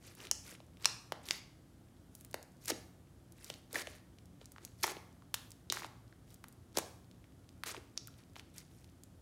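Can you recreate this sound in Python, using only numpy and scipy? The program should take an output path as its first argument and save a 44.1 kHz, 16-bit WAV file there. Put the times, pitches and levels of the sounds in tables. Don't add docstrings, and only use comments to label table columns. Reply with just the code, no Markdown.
import sys
import numpy as np
from scipy import signal
from scipy.fft import rfft, irfft
from scipy.io import wavfile
from scipy.ndimage import uniform_filter1d

SR = 44100
rng = np.random.default_rng(int(sys.argv[2]) if len(sys.argv) > 2 else 0)


def unload_wav(signal):
    wavfile.write(
        sys.argv[1],
        SR,
        np.round(np.clip(np.atleast_2d(signal).T, -1, 1) * 32767).astype(np.int16),
    )


N = 406161

# (time [s], relative ring level [dB], pitch [Hz], ring decay [cycles], relative crack level [dB])
BURST_PARTIALS = [(0.203, -46.5, 2900, 1.9, -43.5), (0.3149, -36.5, 860, 0.59, -56),
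                  (0.3131, -11.5, 6130, 1.14, -15.5), (.525, -49.5, 380, 0.87, -45),
                  (.6027, -51.5, 670, 1.2, -45.5), (.8558, -26, 1150, 1.16, -11),
                  (.8563, -15, 4570, 1.1, -5.5), (1.1215, -28, 736, 0.74, -25),
                  (1.3091, -19.5, 4830, 1.65, -24), (1.3088, -33, 1980, 1.9, -40),
                  (1.3084, -28.5, 1140, 0.42, -15.5), (2.3429, -35, 1510, 1.23, -31.5),
                  (2.3428, -33, 570, 0.91, -31.5), (2.704, -36.5, 587, 1.43, -28),
                  (2.718, -34.5, 340, 1.4, -30), (3.501, -41, 570, 1.02, -26.5),
                  (3.733, -48, 475, 2.1, -59), (3.7565, -29.5, 1840, 4.1, -28),
                  (3.762, -37.5, 620, 1.4, -45), (3.873, -43, 580, 1.64, -44.5),
                  (4.414, -52.5, 485, 1.36, -42.5), (4.562, -46.5, 1320, 1.1, -50.5),
                  (4.5826, -44.5, 1310, 0.8, -46), (4.8412, -25.5, 2000, 1.47, -24),
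                  (4.841, -26.5, 966, 1.6, -38), (4.8785, -31.5, 1100, 1.05, -30),
                  (4.9678, -44, 412, 1.1, -37), (5.222, -56, 1180, 1.5, -57),
                  (5.3425, -29, 1420, 0.75, -18.5), (5.7, -28, 3840, 3.6, -19),
                  (5.7039, -44.5, 370, 1.14, -36), (5.7242, -30, 1220, 0.82, -29),
                  (5.771, -31.5, 1390, 0.95, -47.5), (5.8208, -39, 1070, 1.2, -45),
                  (5.833, -42, 2140, 1.44, -50), (5.8454, -35.5, 980, 1.24, -33),
                  (6.126, -55.5, 1640, 1.9, -54.5), (6.4416, -42, 1290, 0.9, -41),
                  (6.7734, -26, 490, 0.77, -28), (6.7864, -27, 650, 0.56, -26), (7.6358, -32, 1440, 1, -26),
                  (7.746, -38, 1040, 0.92, -38.5), (7.766, -41.5, 2830, 1.6, -48),
                  (7.9759, -30.5, 5250, 3.9, -21.5), (7.977, -51, 823, .7, -35), (8.081, -54, 1403, 3, -48),
                  (8.364, -44.5, 970, 0.91, -39)]
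# (start [s], end [s], relative level [dB], tilt [dB/octave])
FOLD_SQUELCHES = [(2.676, 2.712, -44.5, 1), (2.698, 2.707, -34.5, 0.3), (3.741, 3.825, -44.5, 0),
                  (4.83, 4.846, -35.5, 1.3), (4.844, 4.923, -46.5, 0.1), (5.718, 5.81, -49.5, 0.5),
                  (5.818, 5.869, -56, -1), (6.768, 6.797, -43, 0), (7.66, 7.723, -46, 1.1),
                  (7.737, 7.785, -57, -3.3)]
# (start [s], end [s], relative level
# [dB], tilt [dB/octave])
WET_RUSTLES = [(.008, 0.148, -61.5, 0.5), (0.159, 0.294, -56, -0.5), (0.432, 0.561, -57, 1.3),
               (0.796, 0.923, -55.5, 0), (1.23, 1.397, -54, 1.5), (2.117, 2.25, -84.5, 8.5),
               (2.608, 2.706, -65, 4.5), (3.355, 3.595, -62.5, 1.3), (3.7, 3.741, -61.5, -1),
               (3.826, 3.99, -62, 0.4), (4.398, 4.447, -68, -2), (4.603, 4.672, -66.5, -1),
               (4.776, 4.85, -68, 4.2), (6.268, 6.35, -71, 3.7), (6.743, 6.79, -53, -1),
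               (7.967, 7.976, -60, -3), (8.162, 8.233, -69.5, -0.5), (8.353, 8.418, -63.5, 0.5),
               (8.535, 8.632, -62, 2), (8.682, 8.868, -78, 4.2)]
# (frequency [Hz], relative level [dB])
GRAIN_SPECTRUM = [(350, 1), (630, -9.5), (1300, -2.5), (2500, -2.5), (5000, 1), (11000, -1), (14500, -6)]
# (time [s], relative level [dB], pitch [Hz])
BRIGHT_TICKS = [(0.0768, -45, 5500), (.151, -39, 11000), (.252, -38, 4000), (0.2701, -36, 3600),
                (.551, -44, 2830), (.771, -48.5, 3260), (.846, -24, 3780), (1.1215, -32.5, 11700),
                (1.2873, -27.5, 4180), (2.1515, -33, 9450), (2.21, -37.5, 11100), (2.2481, -34, 12500),
                (2.312, -40.5, 9900), (2.33, -45, 4500), (2.3423, -26, 8900), (2.428, -37.5, 7000),
                (2.6573, -28, 9100), (2.6817, -20, 6800), (2.691, -26, 7000), (2.703, -23, 7700),
                (3.322, -41.5, 8500), (3.4446, -31, 6930), (3.5007, -29.5, 5060), (3.5399, -36.5, 4400),
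                (3.7296, -28.5, 9060), (3.8717, -32, 3000), (4.186, -47.5, 3770), (4.257, -49.5, 7020),
                (4.4571, -37.5, 7000), (4.519, -36.5, 10660), (4.65, -27, 7560), (4.8313, -22, 11000),
                (4.8344, -14.5, 6700), (4.8679, -25, 9000), (5.3416, -16, 10260), (5.346, -22.5, 7630),
                (5.506, -40, 8130), (5.518, -36.5, 6070), (5.7234, -16.5, 6300), (6.343, -40, 10050),
                (6.4399, -39, 9460), (6.484, -38, 12060), (6.526, -43.5, 9000), (6.772, -15, 5830),
                (6.785, -15.5, 8200), (7.1132, -48.5, 4200), (7.242, -51, 2500), (7.491, -45.5, 4500),
                (7.636, -29, 11000), (8.0731, -31, 13200), (8.3574, -41, 2990), (8.396, -37, 3400),
                (8.5821, -31, 7000), (8.844, -47, 4600), (9.0356, -37.5, 7400)]
# (frequency [Hz], relative level [dB])
REFLECTION_SPECTRUM = [(150, -2), (400, -2.5), (1000, -0.5), (2200, -3.5), (4500, -1.5), (7000, -4.5),
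                       (10000, -5.5), (16000, -13)]
# (frequency [Hz], decay time [s])
REVERBERATION_TIME = [(150, 0.41), (1000, 0.6), (4000, 0.47), (8000, 0.41), (16000, 0.78)]
# (frequency [Hz], relative level [dB per Hz])
AIR_SPECTRUM = [(15, -63), (25, -37), (48, -2), (175, -4.5), (200, -6.5), (263, -3.5), (384, -12.5),
                (695, -17), (988, -23), (1260, -22.5), (2690, -31.5), (3080, -29), (4030, -31.5),
                (11000, -33), (16000, -41)]
# (frequency [Hz], half the width of each resonance [Hz], relative level [dB])
HUM_LINES = [(61.7, 4.1, -72), (86.6, 7, -67.5), (113.3, 9.8, -65.5), (145.3, 5, -72.5),
             (180.4, 4.2, -70.5), (262.5, 22, -73), (336.8, 18, -75.5)]

PITCH_FALL, FALL_LAW = 0.82, -1.1
RING_HZ, CRACK_HZ, CRACK_LAW = 1000, 3300, 0.22
TILT_PIVOT_HZ = 2500
RUSTLING_TICKS_PER_S, RESTING_TICKS_PER_S, CRACKLE_MARGIN_S = 41, 6, .07
AIR_DB = -60.5
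PEAK_LIMIT = 0.59
CUTOFF_HZ = 15800


def pops(ring_db, crack_db):
    out = np.zeros(N)
    t = np.arange(SR // 25) / SR
    for s, level_db, hz, cycles, tear_db in BURST_PARTIALS:
        fall = PITCH_FALL * cycles ** FALL_LAW
        decay = cycles / hz
        start_hz = hz * 2 ** fall
        ring = from_db(level_db + ring_db) * cavity(t, start_hz, fall, decay)
        crack_hz = CRACK_HZ * (hz / RING_HZ) ** CRACK_LAW
        tear = from_db(tear_db + crack_db) * crack(t, crack_hz, decay=0.0017, width=0.92)
        add(out, s, ring + tear)
    return out


def cavity(t, hz, fall, decay):
    age = t / max(decay, 1 / SR)
    pitch = np.minimum(hz / (1 + age) ** fall, SR / 2)
    envelope = np.sqrt(2 * age) * np.exp(.5 - age)
    phase = 2 * np.pi * np.cumsum(pitch) / SR
    return envelope * np.sin(phase)


def crack(t, hz, decay, width):
    fade = np.exp(-t / decay)
    spectrum = rfft(rng.standard_normal(len(t)) * fade)
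    flat_spectrum = spectrum / (np.abs(spectrum) + 1e-12)
    burst = irfft(flat_spectrum, len(t)) * np.sqrt(fade)
    burst = resonate(resonate(burst, hz, width * hz), hz, width * hz)
    return burst / np.sqrt(np.sum(burst ** 2) * 1000 / SR)


def grain_swarm(strokes, level_db, grains_per_s, spread_db, width, edge_s, swell_db, sag_db):
    out = np.zeros(N)
    pitches = np.geomspace(350, 14500, num=20)
    for hz in pitches:
        flow = np.zeros(N)
        for start, end, stroke_db, tilt_db in strokes:
            phase = np.linspace(-1, 1, max(int((end - start) * SR), 2))
            db = stroke_db + at_hz(GRAIN_SPECTRUM, hz) + tilt_db * np.log2(hz / TILT_PIVOT_HZ)
            add(flow, start, from_db(db - swell_db * phase ** 2 - sag_db * phase))
        flow = uniform_filter1d(flow, max(int(edge_s * SR), 1))
        born = np.flatnonzero(rng.random(N) < grains_per_s / SR)
        sizes = np.minimum(rng.exponential(1, len(born)), 4)
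        sizes = sizes * (hz / pitches[-1]) ** .2
        grains = np.zeros(N)
        grains[born] = rng.choice([-1, 1], len(born)) * from_db(spread_db * sizes)
        driven = rms_one(grains) * flow
        ring = resonate(resonate(driven, hz, width * hz), hz, width * hz)
        out += ring / np.sqrt(np.pi * width * hz / SR)
    return from_db(level_db) * out


def ticks(level_db, spread_db, low_hz, high_hz, snap_cycles, crackle_cycles):
    out = np.zeros(N)
    t = np.arange(SR // 70) / SR
    for s, db, hz in BRIGHT_TICKS:
        snap = from_db(2.5) * cavity(t, hz, fall=0.091, decay=snap_cycles / hz)
        fray = from_db(-14) * crack(t, .8 * hz, decay=0.0038, width=3.2)
        add(out, s, from_db(db) * (snap + fray))

    clock = np.arange(N) / SR
    rate = np.full(N, float(RESTING_TICKS_PER_S))
    for start, end, *_ in WET_RUSTLES:
        near_rustle = (clock > start - CRACKLE_MARGIN_S) & (clock < end + CRACKLE_MARGIN_S)
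        rate[near_rustle] = RUSTLING_TICKS_PER_S
    times = clock[rng.random(N) < rate / SR]
    for s, (size, height, fall) in zip(times, rng.random((len(times), 3))):
        hz = low_hz * (high_hz / low_hz) ** height
        gain = from_db(level_db + spread_db * size ** 3)
        add(out, s, gain * cavity(t, hz, fall / 2, crackle_cycles / hz))
    return out


def slime_colour(x, hz, width_hz, boost):
    return x + boost * resonate(x, hz, width_hz)


def room(x, wet_db, first_s, build_s):
    t = np.arange(SR * 3 // 4) / SR
    edges = np.geomspace(120, 17000, num=13)
    response = 0
    for low, high in zip(edges, edges[1:]):
        hz = np.sqrt(low * high)
        band_filter = signal.butter(2, [low, high], "band", fs=SR, output="sos")
        band = signal.sosfilt(band_filter, rng.standard_normal(len(t)))
        decay_db = at_hz(REFLECTION_SPECTRUM, hz) - 60 * t / at_hz(REVERBERATION_TIME, hz)
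        response = response + band * from_db(decay_db)
    response = response * (1 - np.exp(-np.maximum(t - first_s, 0) / build_s))
    response = response / np.linalg.norm(response)
    return from_db(wet_db) * signal.fftconvolve(x, response)[:N]


def background(air_db, hum_db):
    hz = np.fft.rfftfreq(N, 1 / SR)
    air_spectrum = rfft(rng.standard_normal(N)) * from_db(at_hz(AIR_SPECTRUM, hz))
    air = rms_one(irfft(air_spectrum, N))
    hum = np.zeros(N)
    for line_hz, half_width, db in HUM_LINES:
        line = resonate(rng.standard_normal(N), line_hz, 2 * half_width)
        line = resonate(line, line_hz, 2 * half_width)
        hum += from_db(db) * rms_one(line)
    return from_db(AIR_DB + air_db) * air + from_db(hum_db) * hum


def resonate(x, hz, width_hz):
    radius = np.exp(-np.pi * width_hz / SR)
    angle = 2 * np.pi * min(hz, SR / 2 - 1) / SR
    zeros = np.array([1, 0, -1]) * (1 - radius * radius) / 2
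    poles = [1, -2 * radius * np.cos(angle), radius * radius]
    return signal.lfilter(zeros, poles, x + 1e-18)


def from_db(db):
    return 10 ** (np.asarray(db) / 20)


def rms_one(x):
    return x / np.sqrt(np.mean(x ** 2) + 1e-20)


def at_hz(points, hz):
    points = np.array(points)
    return np.interp(np.log(hz + 1e-9), np.log(points[:, 0]), points[:, 1])


def add(out, s, sound):
    at = int(np.clip(round(s * SR), 0, N - 1))
    out[at:at + len(sound)] += sound[:N - at]


def scene():
    slime = pops(ring_db=2.0, crack_db=-9.5)
    slime += grain_swarm(FOLD_SQUELCHES, level_db=-7.0, grains_per_s=260, spread_db=3.0, width=0.42,
                         edge_s=0.008, swell_db=0.5, sag_db=1.0)
    slime += grain_swarm(WET_RUSTLES, level_db=-6.0, grains_per_s=260, spread_db=4.0, width=0.29,
                         edge_s=0.0067, swell_db=13.5, sag_db=-1.0)
    slime += ticks(level_db=-59.5, spread_db=9, low_hz=3480, high_hz=13000,
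                   snap_cycles=0.49, crackle_cycles=0.65)
    slime = slime_colour(slime, hz=2180, width_hz=540, boost=0.42)
    reflections = room(slime, wet_db=-13.5, first_s=0.00082, build_s=0.001)
    mix = slime + reflections + background(air_db=-2.5, hum_db=-0.5)
    return mix[None]


def record(dry):
    rounded = PEAK_LIMIT * np.tanh(dry / PEAK_LIMIT)
    low_pass = signal.butter(28, CUTOFF_HZ, fs=SR, output="sos")
    return signal.sosfilt(low_pass, rounded)


dry = scene()
out = record(dry)
unload_wav(out)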